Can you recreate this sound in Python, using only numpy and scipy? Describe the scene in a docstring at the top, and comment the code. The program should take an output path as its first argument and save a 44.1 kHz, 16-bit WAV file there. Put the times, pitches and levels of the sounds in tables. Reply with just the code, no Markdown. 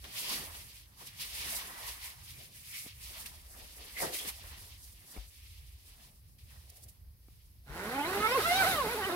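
"""A tent door zip is pulled in one stroke: teeth sing at their passing rate, friction rasps and hisses, snags burst.
Before it, inside the small tent, someone shuffles into slippers, crouches and rustles the nylon.
Cloth is grainy shaped noise in swells, with crisp flicks and brief pitched rings of filtered noise;
feet, knees and fingers knock on ringing ground modes. A low outdoor rumble and faint hiss lie under everything."""
import sys
import numpy as np
from scipy import signal
from scipy.fft import rfft, irfft, next_fast_len
from scipy.io import wavfile
from scipy.ndimage import uniform_filter1d

SR = 44100
rng = np.random.default_rng(int(sys.argv[2]) if len(sys.argv) > 2 else 0)


def put_to_file(sound):
    """Save the sound as 16-bit audio at rate SR, in the file named by the first command-line argument."""
    columns = np.atleast_2d(sound).T  # one column per channel
    safe = np.clip(columns, -1, 1)
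    whole_steps = np.round(safe * 32767)
    wavfile.write(sys.argv[1], SR, whole_steps.astype(np.int16))


N = 403515   # length in samples

# Course of the zip pull; rasp_db follows the hand's pressure, whine_db is over the rasp, the last two trim its multiples:
# time_s, rate_teeth_per_s, rasp_db, whine_db, second_multiple_db, third_and_higher_db
ZIP_PULL = [(7.64, 124, -73, -4, 0, -3), (7.70, 135, -52, -7.5, -3, -11.5), (7.78, 181, -43, -9.5, 3.5, 2),
            (7.86, 208, -41.5, -5, 1.5, -9.5), (7.96, 274, -42, -0.5, -1.5, -1),
            (8.03, 292, -44, 3, -9, -0.5), (8.086, 362, -39.5, -6, 2, 0), (8.19, 415, -38, -1, -7.5, -4.5),
            (8.27, 445, -38.5, -5, 2, 8), (8.32, 500, -39.5, 6.5, -5, -3), (8.365, 572, -41.5, 0.5, 5, 2.5),
            (8.393, 587, -39.5, 4.5, -9, -4.5), (8.412, 590, -40.5, -5, 5.5, 8),
            (8.427, 625, -39.5, -8, 2, 4), (8.46, 665, -41, -0.5, 12.5, 4), (8.51, 696, -39, 4, -7, -0.5),
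            (8.586, 778, -38.5, 3.5, -6.5, 0.5), (8.625, 770, -35, -1.5, 7.5, -5),
            (8.70, 785, -38.5, -1, 0.5, -3), (8.72, 755, -37.5, -1.5, 0, 0),
            (8.755, 640, -40.5, -9.5, 14.5, 4.5), (8.79, 585, -40, 2, 7.5, -7),
            (8.83, 512, -41, 2.5, -1.5, -10), (8.9, 468, -41.5, -2.5, 0.5, -1), (8.93, 505, -41, 0, 1, -2),
            (8.985, 465, -41.5, 0.5, -5, -18), (9.02, 382, -41.5, -5, -2.5, 6),
            (9.055, 370, -39, -17, 11, 13.5), (9.072, 422, -43, -0.5, -0.5, -2),
            (9.15, 365, -44.5, 7.5, -7, -5)]
# Where the slider catches and slows: time_s, burst_db, length_s, highest_hz, speed_lost_share
ZIP_SNAGS = [(8.195, -37.5, 0.049, 440, 0.013), (8.4, -43, .048, 1700, 0.35),
             (8.648, -41.5, .036, 713.5, .14), (8.739, -41, 0.061, 407, .011),
             (8.864, -40.5, 0.05, 748, .16), (8.965, -46, .034, 748, .15), (9.107, -38.5, .05, 1110, 0.17)]
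# Resonances of the zip tape: pitch_hz, width_hz, level_db
TAPE_MODES = [(390, 200, 2), (824, 165, 3.5), (1000, 190, 3), (1485, 216, 5.5), (2080, 480, 0),
              (3850, 8100, -19.5)]
# What the tape radiates of the tooth rate and its multiples: pitch_hz, level_db (over the rasp)
WHINE_RADIATION = [(120, 5), (210, -5), (290, -2.5), (400, 0), (580, -2.5), (790, 3), (1130, 1),
                   (1500, 0.5), (1750, -3.5), (2050, 3.5), (2600, -2), (3800, -3.5), (6000, -7)]
# Strength of the tooth rate and its next four multiples: level_db
FIRST_MULTIPLES_DB = [2.5, -1, -0.5, -6.5, -4.5]
# Spectrum of the slider's hiss: pitch_hz, level_db
ZIP_HISS = [(1290, -5), (2200, -17), (2470, 2), (3400, -2), (3900, 2.5), (6650, -10.5), (11200, -0.5),
            (15600, -9)]
# How the two microphones hear the zip: pitch_hz, likeness_0_to_1, right_leads_rad, left_minus_right_db
ZIP_STEREO = [(110, 0.96, 0, -1), (500, 0.95, 0.07, 0), (706, 1, 0.53, -3), (1000, 0.87, 0.85, -2),
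              (1400, 0.82, -1.4, -5), (1840, 0.65, -1.4, -6.5), (2400, .4, -2.5, -1.5),
              (3350, 0.17, -2.5, 0.5), (7700, .05, -3.5, -2.5), (12000, .15, -4.5, 1.7)]

# Strokes of cloth and soles on the groundsheet, rise and fall over 20 dB: peak_s, rubbing_db, rise_s, fall_s
CLOTH_STROKES = [(.19, -38, 0.087, 0.11), (.33, -36.5, 0.31, 0.25), (.552, -46.5, 0.06, 0.22),
                 (.76, -53.5, 0.25, 0.15), (1.011, -50, 0.059, 0.089), (1.075, -47, 0.028, 0.04),
                 (1.221, -40.5, 0.052, 0.09), (1.36, -45, 0.33, 0.58), (1.52, -38, 0.4, 0.29),
                 (1.891, -41.5, 0.21, 0.13), (2.05, -43, 0.1, 0.14), (2.31, -53, 0.27, 0.085),
                 (2.439, -51.5, 0.43, 0.11), (2.56, -51.5, 0.065, 0.14), (2.76, -44, 0.2, 0.23),
                 (2.88, -49.5, 0.2, 0.072), (3.05, -48.5, 0.098, 0.32), (3.2, -47, 0.4, 0.31),
                 (3.6, -54.5, 0.39, 0.74), (3.85, -50.5, 0.33, 0.81), (4.02, -37.5, 0.1, 0.14),
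                 (4.147, -37.5, 0.036, 0.25), (4.289, -37, 0.049, 0.038), (4.5, -52, 0.42, 1),
                 (5.15, -54.5, 0.19, 0.27), (5.48, -59.5, 0.95, 0.95), (5.881, -57.5, 0.067, 0.23),
                 (6.04, -59, 0.22, 0.16), (6.51, -59.5, 0.066, 0.36), (6.8, -63, 0.78, 0.34),
                 (7.33, -68.5, 0.3, 1)]
# Heavier scuffs, rise and fall over 20 dB: peak_s, dull_db, hollow_db, rise_s, fall_s
SCUFFS = [(0.05, -53, -55, 0.028, 0.11), (.3, -53.5, -50.5, 0.22, 0.27), (.39, -50.5, -50.5, 0.18, 0.24),
          (1.022, -60.5, -57, 0.062, 0.061), (1.52, -53, -48, 0.13, 0.32), (1.78, -59.5, -52, 0.84, 0.57),
          (2.06, -84, -68, 0.08, 0.079), (2.4, -65.5, -75, 0.08, 0.3), (2.865, -63, -72, 0.041, 0.03),
          (3.17, -62, -57.5, 0.18, 0.44), (3.55, -59, -62, 0.081, .3), (3.62, -54, -66, 0.062, 0.089),
          (3.88, -66, -62.5, 0.62, 0.41), (4.033, -36, -39, 0.052, 0.096), (4.27, -54, -49.5, 0.11, 0.075),
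          (4.48, -61, -59, 0.5, 0.45), (5.17, -57.5, -59.5, 0.16, 0.11), (6.02, -69.5, -67, 0.35, 0.17),
          (6.53, -72, -65.5, 0.063, 0.19), (6.8, -70.5, -77, 0.53, 0.42)]
# Spectrum of rubbing nylon: pitch_hz, level_db (per Hz)
RUB_SPECTRUM = [(710, -22.5), (1200, -14), (1460, -18), (1860, -9), (2170, -5), (3120, -4), (3950, -4.5),
                (4950, -5), (7130, -14.5), (9730, -10), (11800, -11), (15600, -17.5)]
# Spectrum of a scuff's dull thud: pitch_hz, level_db
DULL_SPECTRUM = [(88, -12), (150, -0.5), (561, 0.5), (687, 3.5), (750, 2.5), (980, -15), (1650, -120)]
# Spectrum of a slipper's hollow ring: pitch_hz, level_db
HOLLOW_SPECTRUM = [(450, -23), (700, -6), (950, 0.5), (1150, -1.5), (1450, -5.5), (1950, 0), (2600, -48)]
# Crisp flicks of nylon, rise and fall over 20 dB; brightness is the lift above 7 kHz:
# peak_s, level_db, brightness_db, rise_s, fall_s
NYLON_FLICKS = [(0.042, -45, -4, .002, 0.045), (1.2, -42, 1, .006, 0.12), (3.26, -39, 2, .002, 0.029),
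                (4.136, -40, 4, 0.021, 0.053), (5.172, -59, 0, 0.0088, 0.028),
                (6.386, -60.5, 2, .005, 0.13), (6.702, -60.5, 18, 0.014, 0.0092),
                (6.772, -63.5, 15.5, 0.04, 0.023), (6.84, -60, 16.5, 0.028, 0.018),
                (6.887, -58, 12.5, 0.0078, 0.035)]
# A rubbing fold or sole briefly rings at one pitch: peak_s, pitch_hz, level_db, rise_s, fall_s
CLOTH_RINGS = [(.165, 3000, -45, 0.024, .05), (.27, 3050, -45, .03, .06), (.32, 4700, -45, 0.11, .12),
               (.32, 1060, -49, 0.083, 0.035), (1.85, 1920, -50, .15, 0.15), (1.89, 1014, -52, 0.26, 0.056),
               (2.05, 2100, -52.5, 0.1, 0.12), (2.345, 2310, -58, 0.036, .07),
               (2.07, 1010, -60, 0.1, 0.084), (4.255, 419, -51.5, .05, 0.03),
               (2.76, 2220, -49, 0.088, 0.13), (3.975, 2080, -39.5, 0.024, 0.089),
               (4.2, 3300, -43, .04, 0.083)]
# Soft knocks of feet, knees and fingers: time_s, contact_db, push_db, hardness_db_per_octave
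SOFT_KNOCKS = [(2.864, -56.5, -61, -9), (3.617, -71, -48, -2), (4.005, -59, -53, 10), (4.257, -53, -60, -3),
               (5.165, -48.5, -46, 0), (5.175, -50, -33.5, -2), (7.285, -60.5, -81, -2),
               (7.699, -93, -38.5, 0)]
# Modes of the ground: pitch_hz, level_db, t60_s
GROUND_MODES = [(263, 12.5, 0.013), (394, -3, 0.019), (756, 1, 0.011), (1220, 3, 0.0088), (2210, 2, 0.014)]
# How the two microphones hear cloth and air: pitch_hz, likeness_0_to_1, right_leads_rad, left_minus_right_db
CLOTH_STEREO = [(70, 0.96, 0, -1), (280, 0.75, 0.34, -2), (497, 0.77, 0.63, 4), (710, 0.63, 1.86, 1),
                (1010, 0.53, 1.5, -2.5), (1400, 0.4, 2.5, -4), (1870, 0.33, 1.53, -1.5), (3350, 0, 1.06, 2),
                (7500, 0, 0.7, -5), (11700, .02, .9, 0.5)]
# Spectrum of the outdoor rumble: pitch_hz, level_db
RUMBLE_SPECTRUM = [(20, -24), (34, -7.5), (64, 1.5), (81, -3), (114, -8.5), (161, -18), (280, -31.5),
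                   (500, -54), (1100, -120)]
# Spectrum of the faint steady hiss: pitch_hz, level_db
AIR_SPECTRUM = [(120, -5.5), (310, -8.5), (743, -15), (3440, -21.5), (4950, -13), (7390, -28),
                (11400, -8.5), (15600, -12.5)]

SIXTH_MULTIPLE_DB, HIGHER_STEP_DB = -9.5, -1.5   # the sixth multiple, then the change for each further one
HISS_DB, HISS_DB_PER_OCTAVE = -38, 6.5   # at 450 teeth per s and a rasp of -40 dB; a faster slider hisses more
HISS_FOLLOWS = 0.51   # share of the rasp's swing in dB
SHAKE_DB = -9.5   # relative to the rasp
SNAG_OCTAVES = 2.4   # width of a burst
SNAG_SQUARENESS = 1.7   # of the dip in speed: 1 pointed, 2 round
SWELL_ROUNDNESS = 1.11   # 1 pointed, 2 round
RUB_STILL_DB, DULL_STILL_DB, HOLLOW_STILL_DB = -92, -91, -87   # cloth at rest
BRIGHT_DB, DULLS_PER_DB = 5.5, 0.0211   # treble lift at a rubbing level of -50 dB; harder rubbing is duller
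RING_SHARPNESS = 10   # pitch over width
PUSH_HZ, PUSH_T60_S, PUSH_LEAN_DB = 53, 0.25, 7.5   # lean is left minus right
RUMBLE_DB, AIR_DB = -55.5, -67
CUTOFF_HZ = 15800


def amp(db):
    """Decibels to gain."""
    return 10 ** (np.asarray(db) / 20)


def rms_one(x):
    """Scale to rms 1."""
    return x / np.sqrt(np.mean(x ** 2) + 1e-20)


def in_time(rows, start=0):
    """Columns of a table, one value per sample from sample start on."""
    s, *columns = np.transpose(rows)
    return [np.interp(np.arange(start, N) / SR, s, c) for c in columns]


def at_hz(points, hz):
    """Read a spectrum on a log frequency axis."""
    points = np.array(points)
    return np.interp(np.log(np.maximum(hz, 1)), np.log(points[:, 0]), points[:, 1])


def bin_hz(size):
    """Frequencies of the spectrum bins."""
    return np.arange(size // 2 + 1) * SR / size


def band(x, edges_hz, kind):
    """Second-order Butterworth filter."""
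    return signal.sosfilt(signal.butter(2, edges_hz, kind, fs=SR, output="sos"), x)


def drift(rate_hz, size=N):
    """Slow random wander of spread 1, drawn every 40 samples and joined by lines."""
    r = np.exp(-80 * np.pi * rate_hz / SR)
    steps = rng.standard_normal(size // 40 + 2002)
    slow = signal.lfilter([1], [1, -2 * r, r * r], steps)[2000:]   # skip the filter's run-in
    return np.interp(np.arange(size) / 40, np.arange(len(slow)), rms_one(slow))


def ring(clicks, hz, t60_s):
    """A unit click sets a decaying sine of height 1 ringing."""
    r = amp(-60 / (t60_s * SR))
    w = 2 * np.pi * hz / SR
    return signal.lfilter([0, np.sin(w)], [1, -2 * r * np.cos(w), r * r], clicks + 1e-18)


def colour(x, spectrum):
    """Shape the spectrum of each row."""
    size = next_fast_len(x.shape[-1])
    shaped = rfft(x, size) * amp(at_hz(spectrum, bin_hz(size)))
    return irfft(shaped, size)[..., :x.shape[-1]]


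def spread(near, other, stereo):
    """Two channels from a sound and an unrelated one; likeness, lead and balance depend on frequency."""
    size = next_fast_len(len(near))
    hz, *columns = np.transpose(stereo)
    alike, lead, lean_db = (at_hz(np.transpose([hz, c]), bin_hz(size)) for c in columns)
    alike = np.clip(alike, 0, 1)
    near = rfft(near, size)
    left = near * np.exp(-.5j * lead)
    right = alike * near * np.exp(.5j * lead) + np.sqrt(1 - alike ** 2) * rfft(other, size)
    return irfft([left * amp(lean_db / 2), right * amp(-lean_db / 2)], size)[:, :len(other)]


def grains(spectrum, grit_db, patchy_db, patch_rate, size=N):
    """Two unrelated streams of tiny fibre slips; bands an octave apart flicker on their own."""
    grit = uniform_filter1d(np.minimum(rng.exponential(1, size), 3.0), size=9)
    slips = rng.standard_normal((2, size)) * amp(grit_db * grit)
    rest = rms_one(colour(slips, spectrum))
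    out = 0
    edges = 55 * 2 ** np.arange(8)
    for hz in edges[(edges > spectrum[1][0]) & (edges < spectrum[-2][0])]:
        low = band(rest, hz, "low")
        out = out + low * amp(patchy_db * drift(patch_rate, size))
        rest = rest - low
    return rms_one(out + rest * amp(patchy_db * drift(patch_rate, size)))


def swells(peak_s, peak_db, rise_s, fall_s, still_db):
    """Level in dB of overlapping swells that add in power."""
    power = np.full(N, amp(2 * still_db))
    for s, db, rise, fall in zip(peak_s, peak_db, rise_s, fall_s):
        at = np.arange(max(int((s - 3 * rise) * SR), 0), min(int((s + 3 * fall) * SR), N))
        t = at / SR - s
        drop_db = 20 * np.where(t < 0, -t / rise, t / fall) ** SWELL_ROUNDNESS
        power[at] += amp(2 * (db - drop_db))
    return 10 * np.log10(power)


def zip_pull():
    """The teeth sing at their passing rate and its multiples; friction rasps and hisses in step with them."""
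    start = int(ZIP_PULL[0][0] * SR)
    size = N - start
    rate, rasp_db, whine_db, second_db, higher_db = in_time(ZIP_PULL, start)
    hiss_db = HISS_DB + HISS_DB_PER_OCTAVE * np.log2(rate / 450) + HISS_FOLLOWS * (rasp_db + 40)
    bursts, speed = (part[..., start:] for part in zip_snags())
    rate = rate * speed * (1 + .012 * drift(60, size))
    teeth = np.cumsum(rate) / SR   # teeth passed so far
    # uneven seating blurs the high multiples most
    teeth = teeth + (.009 + .12 * (1 - speed)) * drift(150, size)

    song = 0
    multiples_db = FIRST_MULTIPLES_DB + [SIXTH_MULTIPLE_DB + HIGHER_STEP_DB * k for k in range(7)]
    for k, db in enumerate(multiples_db):
        tone_db = rasp_db + whine_db + db + at_hz(WHINE_RADIATION, (k + 1) * rate)
        tone_db = tone_db + (k == 1) * second_db + (k > 1) * higher_db
        waver_db = (3 + .35 * k) * drift(22, size)
        song = song + np.sqrt(2) * amp(tone_db + waver_db) * np.sin(2 * np.pi * (k + 1) * teeth)
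    # the tent walls send the tone back late
    echo = np.pad(song, (round(.0047 * SR), 0))[:size]

    contact = 0.45 + np.exp(-3.5 * (teeth % 1))   # friction is strongest as a tooth seats
    rasp = rms_one(zip_tape(contact * rng.standard_normal((2, size)))) * amp(1.1 * drift(30, size))
    # the pull shakes the tent wall
    shake = rms_one(band(rng.standard_normal((2, size)), [45, 260], "band"))
    hiss = grains(ZIP_HISS, grit_db=0.5, patchy_db=1.0, patch_rate=11, size=size) * contact
    friction = amp(rasp_db) * (rasp + amp(SHAKE_DB) * shake) + amp(hiss_db) * hiss
    paths = friction + np.array([song, echo]) + bursts
    fade_in = np.minimum(np.arange(size) / (0.03 * SR), 1)
    stereo = spread(*(paths * fade_in), ZIP_STEREO)
    return np.pad(stereo, ((0, 0), (start, 0)))


def zip_tape(x):
    """Resonances of the zip tape and the cloth sewn to it, signs alternating."""
    out = 0
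    for k, (hz, width, db) in enumerate(TAPE_MODES):
        r = np.exp(-np.pi * width / SR)
        mode = signal.lfilter([1 - r, 0, r - 1], [1, -2 * r * np.cos(2 * np.pi * hz / SR), r * r], x)
        out = out + (-1) ** k * amp(db) * mode
    return out


def zip_snags():
    """Rough bursts where the slider sticks and tears free, and the share of speed that is left."""
    size = 4410   # 0.1 s around each snag
    out, speed = np.zeros((2, N + size)), np.ones(N + size)
    t = np.arange(size) / SR - .05
    for s, db, length, high_hz, lost in ZIP_SNAGS:
        noise = rng.standard_normal((2, size))
        burst = rms_one(band(noise, [high_hz / 2 ** SNAG_OCTAVES, high_hz], "band"))
        i = int((s + t[0]) * SR)
        out[:, i:i + size] += amp(db) * burst * np.exp(-(2 * t / length) ** 4)
        speed[i:i + size] -= lost * np.exp(-np.abs(2 * t / length) ** SNAG_SQUARENESS)
    return out[:, :N], speed[:N]


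def rustle():
    """Rubbing nylon hisses, mostly above 1.5 kHz; heavier scuffs add a dull thud and a slipper's hollow ring."""
    rub_db = swells(*np.transpose(CLOTH_STROKES), RUB_STILL_DB)
    s, dull_db, hollow_db, rise, fall = np.transpose(SCUFFS)
    dull_db = swells(s, dull_db, rise, fall, DULL_STILL_DB)
    hollow_db = swells(s, hollow_db, rise, fall, HOLLOW_STILL_DB)
    bright_db = BRIGHT_DB - DULLS_PER_DB * (rub_db + 50)
    rub = grains(RUB_SPECTRUM, grit_db=3.5, patchy_db=1.5, patch_rate=12.2)
    rub = rub + band(rub, 6150, "high") * (amp(bright_db) - 1)
    dull = grains(DULL_SPECTRUM, grit_db=5.0, patchy_db=3.5, patch_rate=9.2)
    hollow = grains(HOLLOW_SPECTRUM, grit_db=3.5, patchy_db=2.5, patch_rate=19)
    return amp(rub_db) * rub + amp(dull_db) * dull + amp(hollow_db) * hollow


def flicks():
    """Each flick of nylon is a short swell of grainy noise with its own brightness."""
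    noise = grains(RUB_SPECTRUM, grit_db=4, patchy_db=1, patch_rate=20)
    top = band(noise, 7000, "high")
    s, db, bright_db, rise, fall = np.transpose(NYLON_FLICKS)
    body_gain = amp(swells(s, db, rise, fall, -140))
    top_gain = amp(swells(s, db + bright_db, rise, fall, -140))
    return body_gain * (noise - top) + top_gain * top


def cloth_rings():
    """Friction noise through one narrow resonance per event."""
    out, noise = np.zeros((2, N)), rng.standard_normal((2, N))
    for s, hz, db, rise, fall in CLOTH_RINGS:
        part = slice(max(int(s * SR) - SR // 2, 0), int(s * SR) + SR // 2)   # half a second each side
        r = np.exp(-np.pi * hz / RING_SHARPNESS / SR)
        tone = signal.lfilter([1, 0, -1], [1, -2 * r * np.cos(2 * np.pi * hz / SR), r * r], noise[:, part])
        out[:, part] += rms_one(tone) * amp(swells([s], [db], [rise], [fall], -140)[part])
    return out


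def knocks():
    """A soft contact rings the ground modes and pushes the tent air."""
    s, contact_db, push_db, hard_db = np.transpose(SOFT_KNOCKS)
    at = (s * SR).astype(int)
    luck_db = rng.normal(0, 1.3, (len(at), len(GROUND_MODES)))
    ground = 0
    for k, (hz, mode_db, t60_s) in enumerate(GROUND_MODES):
        clicks = np.zeros(N)
        clicks[at] = amp(contact_db + mode_db + hard_db * np.log2(hz / 400) + luck_db[:, k])
        ground = ground + ring(clicks, hz, t60_s)
    pushes = np.zeros(N)
    pushes[at] = amp(push_db)
    lean = amp([[PUSH_LEAN_DB / 2], [-PUSH_LEAN_DB / 2]])
    return ground + ring(pushes, PUSH_HZ, PUSH_T60_S) * lean


def outdoors():
    """A lumpy low rumble and a faint steady hiss, both shaped noise."""
    rumble = grains(RUMBLE_SPECTRUM, grit_db=-4.0, patchy_db=3.5, patch_rate=2.0)
    air = rms_one(colour(rng.standard_normal((2, N)), AIR_SPECTRUM))
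    return amp(RUMBLE_DB) * rumble + amp(AIR_DB) * air


def scene():
    """All sources at the two microphones."""
    cloth_and_air = rustle() + flicks() + cloth_rings() + outdoors()
    return zip_pull() + spread(*cloth_and_air, CLOTH_STEREO) + knocks()


def record(dry):
    """The microphone loses the deepest bass; the top is cut steeply."""
    firm = band(dry, 33, "high")
    return signal.sosfilt(signal.ellip(12, .5, 80, CUTOFF_HZ, fs=SR, output="sos"), firm)


dry = scene()
out = record(dry)
put_to_file(out)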